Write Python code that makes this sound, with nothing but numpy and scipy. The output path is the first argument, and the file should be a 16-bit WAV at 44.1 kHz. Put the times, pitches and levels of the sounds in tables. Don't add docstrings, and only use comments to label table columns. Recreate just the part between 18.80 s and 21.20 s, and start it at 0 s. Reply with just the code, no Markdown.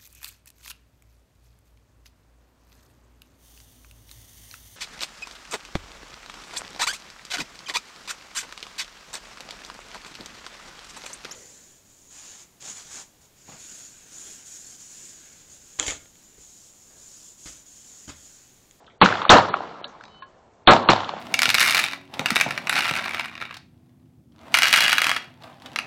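import sys
import numpy as np
from scipy import signal
from scipy.fft import rfft, irfft, next_fast_len
from scipy.io import wavfile

SR = 44100
rng = np.random.default_rng(int(sys.argv[2]) if len(sys.argv) > 2 else 0)


def ratio(d):
    e = np.asarray(d, float) / 20
    return 10 ** e


def unload_audio(sound):
    columns = np.transpose(np.atleast_2d(sound))
    steps = np.round(np.clip(columns, -1, 1) * 32767)
    wavfile.write(sys.argv[1], SR, steps.astype(np.int16))


N = 105840

# t/s, gun (1 near, 0 neighbour), blast rms level/dB, roll t60/s
SHOTS = [
    (.2145, 0, 6, .12),
    (.4937, 1, 15, .27),
    (1.8733, 1, 14, .19),
    (2.0879, 0, 3, .095),
]


def at_hz(points, hz):
    table_hz, value = np.array(points).T
    return np.interp(np.log(hz), np.log(table_hz), value)


def drift(rate_hz):
    r = np.exp(-2 * np.pi * rate_hz * 20 / SR)
    slow = signal.lfilter([1], [1, -2 * r, r * r], rng.standard_normal(N // 20 + 2002))[2000:]
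    return np.interp(np.arange(N) / 20, np.arange(len(slow)), slow / slow.std())


def dying(start, t60, rise=0.00024):
    t = np.maximum(np.arange(N) / SR - start, 0)
    return (1 - np.exp(-t / rise)) * ratio(-60 * t / t60)


def bands():
    white = rng.standard_normal((2, N))
    borders = 22 * 2 ** np.arange(0, 9.1, 1 / 3)
    bank = []
    for k, (low, high) in enumerate(zip(borders, borders[1:])):
        sos = signal.butter(2, [low, high], "band", fs=SR, output="sos")
        bank.append((np.sqrt(low * high), signal.sosfilt(sos, white[k % 2])))
    return bank


def puff(start, hz, t60, spread, noise):
    i = int(start * SR)
    n = min(len(noise), N - i)
    t = np.arange(n) / SR
    burst = ratio(-60 * t / t60) * np.minimum(t / 0.0015, 1)
    click = 1.1 * ratio(-240 * t / t60)
    sos = signal.butter(2, [hz / spread, hz * spread], "band", fs=SR, output="sos")
    y = signal.sosfilt(sos, noise[:n] * (burst + click))
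    out = np.zeros(N)
    out[i:i + n] = y / np.abs(y).max()
    return out


def breeze():
    # f/Hz, level/dB per Hz
    air_colour = [(25, -6), (90, -4.5), (214, -6.5), (700, -4.5), (1150, -11.5), (2200, -24), (4000, -29.5),
                  (8500, -28.5)]
    # t/s, level/dB
    rustle = [
        (0.0, -51.5),
        (0.084, -56.5),
        (0.16, -57.5),
        (0.189, -59),
    ]
    air = sum(ratio(at_hz(air_colour, hz) + 1.7 * drift(30)) * noise for hz, noise in bands())
    s, db = np.transpose(rustle + [(.3, -57)])
    return ratio(np.interp(np.arange(N) / SR, s, db)) * air / air.std()


def metal():
    # t/s, peak level/dB, f/Hz, t60/s
    ticks = [(.005, -61, 3520, 0.42), (0.064, -46, 3300, 0.13), (0.076, -45.5, 1390, 0.13),
             (0.324, -12, 1470, 0.025), (0.097, -53, 3440, 0.59), (.098, -52, 2100, 0.17),
             (1.061, -44.5, 6100, 0.28), (0.371, -24.5, 3370, 0.011), (0.482, -25, 2500, 0.021),
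             (.571, -11.5, 3900, .01), (.5835, 0, 890, 0.029), (0.353, -20, 3100, 0.016),
             (0.418, -22.5, 3160, 0.016), (1.0425, -23, 3640, 0.021), (1.042, -28.5, 2740, 0.019),
             (1.043, -31.5, 1230, 0.017), (1.052, -32, 4100, 0.04), (1.067, -43, 3800, 0.14),
             (2.028, -31, 3700, .015), (2.048, -33, 3750, 0.011), (2.2449, -25, 3400, 0.0089),
             (2.365, -44, 2830, .015)]
    # t/s, peak level/dB, f/Hz, t60/s
    clicks = [
        (1.2095, -44, 3000, .006),
        (1.2378, -33.5, 2400, 0.0089),
        (1.2528, -38, 2970, 0.011),
        (1.281, -40, 2500, .008),
        (1.4222, -40.5, 2900, 0.077),
        (.044, -51, 2600, 0.012),
    ]
    # f/Hz, level/dB, t/s, rise/s, t60/s
    rings = [(2374, -68, 1.24, .01, .4), (3020, -43, 1.28, .15, .9), (3871, -57, 1.245, .005, .8),
             (4317, -61, 1.21, .01, 2.5), (4893, -66, 1.21, .01, .9), (5265, -71, 1.21, .01, .9),
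             (6223, -71, 1.22, .02, 1.2), (6923, -80, 1.23, .01, .9), (1663, -42, 1.046, .002, .1),
             (581, -40, 1.046, .002, .1), (210, -50, 1.22, .05, .7)]
    # f/Hz, level/dB, t60/s
    knock = [(1071, -.1, .11), (1464, -12, .1), (1669, -7, .11), (2450, -20, .05)]
    knock_s, knock_db = 1.4212, -31.5
    wobble_db, damped_t60_s = 2.5, 0.36

    t, out = np.arange(N) / SR, np.zeros(N)
    for events, spread in ((ticks, 1.12), (clicks, 1.55)):
        for s, db, hz, t60 in events:
            out += ratio(db) * puff(s, hz, t60, spread, rng.standard_normal(3000))
    damping = ratio(-60 * np.maximum(t - knock_s, 0) / damped_t60_s)
    for hz, db, s, rise, t60 in rings:
        strength = ratio(db + wobble_db * drift(21)) * dying(s, t60, rise) * damping
        out += strength * np.sin(2 * np.pi * hz * t)
    for hz, db, t60 in knock:
        strength = ratio(knock_db + db) * dying(knock_s, t60, rise=0.0014)
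        out += strength * np.sin(2 * np.pi * hz * (t - knock_s))
    return out


def smear():
    t, rise_s = np.arange(N) / SR, .011
    gate = sum(np.clip((t - s + rise_s) / rise_s, 0, 1) ** .5 * (t < s) for s, *_ in SHOTS)
    return ratio(-35.5) * gate * rng.standard_normal(N)


def blasts():
    # f/Hz, level/dB per Hz
    roll_colours = [
        [(60, -18), (150, 2), (450, 2.5), (1200, -0.5), (2200, -14), (3000, -11), (3800, -15), (5200, -21.5),
         (8500, -28)],
        [(60, -30), (150, -9), (450, -5), (900, 3), (1500, -2.5), (2300, -27), (3800, -20), (5200, -32.5),
         (8500, -36)],
        [(60, -28.5), (150, -7.5), (550, 0), (850, 4.5), (1400, -2), (2300, -20), (3800, -18), (5200, -34),
         (8500, -29.5)],
        [(60, -24), (150, 0.5), (450, -2.5), (1000, 2), (2200, -13), (3800, -13.5), (5200, -22.5), (8500, -26)],
    ]
    # f/Hz, level/dB per Hz
    tail_colours = [
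        [(40, -28), (110, -1), (300, -5.5), (1070, 1.2), (2300, -11), (3600, -14.5), (5200, -24.5),
         (8500, -35.5)],
        [(40, -32), (110, -9), (300, -5.5), (1070, -0.5), (2080, -22), (3790, -21.5), (5200, -33),
         (8500, -51.5)],
        [(40, -23), (150, -4), (400, -11.5), (950, -4.5), (2000, -14), (3500, -12.5), (5200, -26.5),
         (8500, -33)],
    ]
    tail_of_shot = [0, 1, 1, 2]
    # f/Hz, factor on roll t60
    roll_speed = [(60, 1), (300, 0.72), (1000, 0.63), (4000, 0.88), (8000, 0.78)]
    scatter_db = [-19, -22, -13.5, -21]
    scatter_t60_s = [0.82, 1, 0.49, 0.31]
    # f/Hz, peak level/dB, t60/s
    crack = [(1300, 8, .014), (3450, 16, .032)]
    crack_spread = [1.3, 1.12]
    hills_db, hills_t60_s = -15.5, 2.285
    hold_s = .007

    bank = bands()

    def rms(colour):
        return np.sqrt(sum(ratio(2 * at_hz(colour, hz)) * noise.var() for hz, noise in bank))

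    roll_rms = [rms(colour) for colour in roll_colours]
    tail_rms = [rms(colour) for colour in tail_colours]
    late = np.zeros((len(tail_colours), N))
    for (s, *_), db, t60, k in zip(SHOTS, scatter_db, scatter_t60_s, tail_of_shot):
        hills = ratio(hills_db) * dying(s, hills_t60_s, rise=0.011)
        late[k] += ratio(db) * (dying(s, t60) + hills)

    out, lumps = np.zeros(N), drift(96)
    for hz, noise in bank:
        envelope = np.zeros(N)
        for (s, gun, db, t60), colour, total in zip(SHOTS, roll_colours, roll_rms):
            roll = dying(s, t60 * at_hz(roll_speed, hz), rise=hold_s * gun + 0.0001)
            envelope += ratio(db + at_hz(colour, hz)) / total * roll
        for colour, total, tail in zip(tail_colours, tail_rms, late):
            envelope += ratio(at_hz(colour, hz)) / total * tail
        out += noise * ratio(1.1 * lumps + 1.8 * drift(27)) * envelope
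    out = signal.sosfilt(signal.butter(4, 132, "high", fs=SR, output="sos"), out)

    for s, gun, *_ in SHOTS:
        hz, db, t60 = crack[gun]
        out += ratio(db) * puff(s, hz, t60, crack_spread[gun], rng.standard_normal(2000))
    return out


def thumps():
    boom_db = [-24, -18.5, -22, -25.5]
    boom_hz, boom_t60_s = 96.3, 0.45
    sag_hz, sag_s = 49.7, .04
    push_db, push_s = -12, 0.0091
    t, out = np.arange(N) / SR, np.zeros(N)
    for (s, gun, *_), db in zip(SHOTS, boom_db):
        cycles = boom_hz * (t - s) - sag_hz * sag_s * np.exp(-np.abs(t - s) / sag_s)
        out += ratio(db) * dying(s, boom_t60_s, rise=0.03) * np.sin(2 * np.pi * cycles)
        out -= ratio(push_db + 4.6 * gun) * dying(s, 7 * push_s, rise=push_s)
    return out


def slaps():
    # t/s, peak level/dB, f/Hz, bright share/dB
    echoes = [(0.2592, 8.5, 1490, -16.5), (0.287, -4, 1385, -10), (0.301, -11.5, 1285, -16),
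              (0.3305, -15.5, 1200, -15), (0.3595, -20.5, 900, -14.5), (0.38, -19.5, 1024, -12),
              (0.324, -12.5, 630, -6.5), (0.3535, -10, 1570, -11.5), (0.417, -6.5, 1188, -9),
              (0.451, -4.5, 1256, -16.5), (0.4635, -10.5, 750, -25.5), (0.555, -2, 780, -6.5),
              (0.584, -3.5, 850, -3.5), (0.577, -4, 802, -15), (0.596, -6.5, 804, -15),
              (0.618, -9, 1020, -10), (0.647, -31, 673, -9), (0.678, -11.5, 734, -25.5),
              (0.7345, -11, 976, -37), (0.7394, 1, 1325, -22), (0.7425, -5.5, 788, -32),
              (0.768, -11.5, 1085, -14), (0.805, -10.5, 797, -22.5), (1.0125, -23.5, 647, -32),
              (1.029, -31, 600, -28), (1.15, -31, 1110, -20), (1.209, -25, 1514, -10),
              (1.934, 11, 797, -10.5), (1.9635, 2.5, 900, -10.5), (1.997, -10, 884, -33),
              (2.028, -23.5, 900, -18.5), (2.058, -13.5, 940, -27.5), (2.103, -0.5, 705, -5.5),
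              (2.108, -9.5, 833, -14), (2.118, -0.5, 1030, -4), (2.1325, 4, 766, -9),
              (2.1615, -3.5, 930, -11.5), (2.178, -13, 950, -17), (2.2035, -9.5, 1000, -7),
              (2.2325, -12, 980, -14), (2.291, -7.5, 1045, -8), (2.3365, -10, 720, -21),
              (2.366, -17.5, 700, -18)]
    length_s, pitch_fall = 0.0046, 0.2
    out, t = np.zeros(N), np.arange(N) / SR
    for s, db, hz, bright_db in echoes:
        spit_noise, trail_noise = rng.standard_normal((2, 2000))
        u = np.clip((t - s + 0.00073) / length_s, 0, 1)
        swell = np.sin(np.pi * u ** 1.5) ** 1.4
        cycles = hz * length_s * u * (1 + pitch_fall * (1 - u))
        body = swell * np.sin(2 * np.pi * cycles + spit_noise[0])
        spit = ratio(bright_db) * puff(s, 3300, .012, 1.22, spit_noise)
        trail = ratio(-12.5) * puff(s + 0.0024, 1.44 * hz, 0.004, 1.27, trail_noise)
        out += ratio(db - 7.5) * (body + spit + trail)
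    return out


def scene():
    return (breeze() + metal() + blasts() + slaps())[None]


def overload(x):
    ceiling, hardness = .6, 4.0
    sag_share, sag_s = .3, .04
    x = x / (1 + np.abs(x / ceiling) ** (2 * hardness)) ** (.5 / hardness)
    hold = np.exp(-1 / (sag_s * SR))
    load = signal.lfilter([1 - hold], [1, -hold], np.abs(x))
    return x * (1 - sag_share * load)


def treble_gaps(x):
    dull_frames = [0, 4, 8, 13, 19, 26, 29]
    frame_s, frame_zero_s = .064, .2435
    gap_s, fade_s = 0.061, 0.0051
    split_hz, edge_hz = 4640, 220
    size = next_fast_len(N + 4096)
    hz = np.arange(size // 2 + 1) * SR / size
    low = irfft(rfft(x, size) * np.clip((split_hz - hz) / edge_hz, 0, 1), size)[:, :N]
    t, keep = np.arange(N) / SR, np.ones(N)
    for k in dull_frames:
        end = frame_zero_s + k * frame_s
        outside = np.maximum(end - gap_s - t, t - end)
        keep *= np.clip(outside / fade_s + .5, 0, 1) ** 2
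    treble = rfft((x - low) * keep, size) * np.clip((hz - split_hz) / edge_hz + 2, 0, 1)
    return low + irfft(treble, size)[:, :N]


def band_limit(x):
    return signal.sosfilt(signal.butter(12, 9250, fs=SR, output="sos"), x)


def record(dry):
    x = overload(dry) + thumps() + smear()
    x = signal.sosfilt(signal.butter(1, 18, "high", fs=SR, output="sos"), x)
    x = signal.sosfilt(signal.cheby2(9, 60, 9760, fs=SR, output="sos"), x)
    return band_limit(treble_gaps(x))


dry = scene()
out = record(dry)
unload_audio(out)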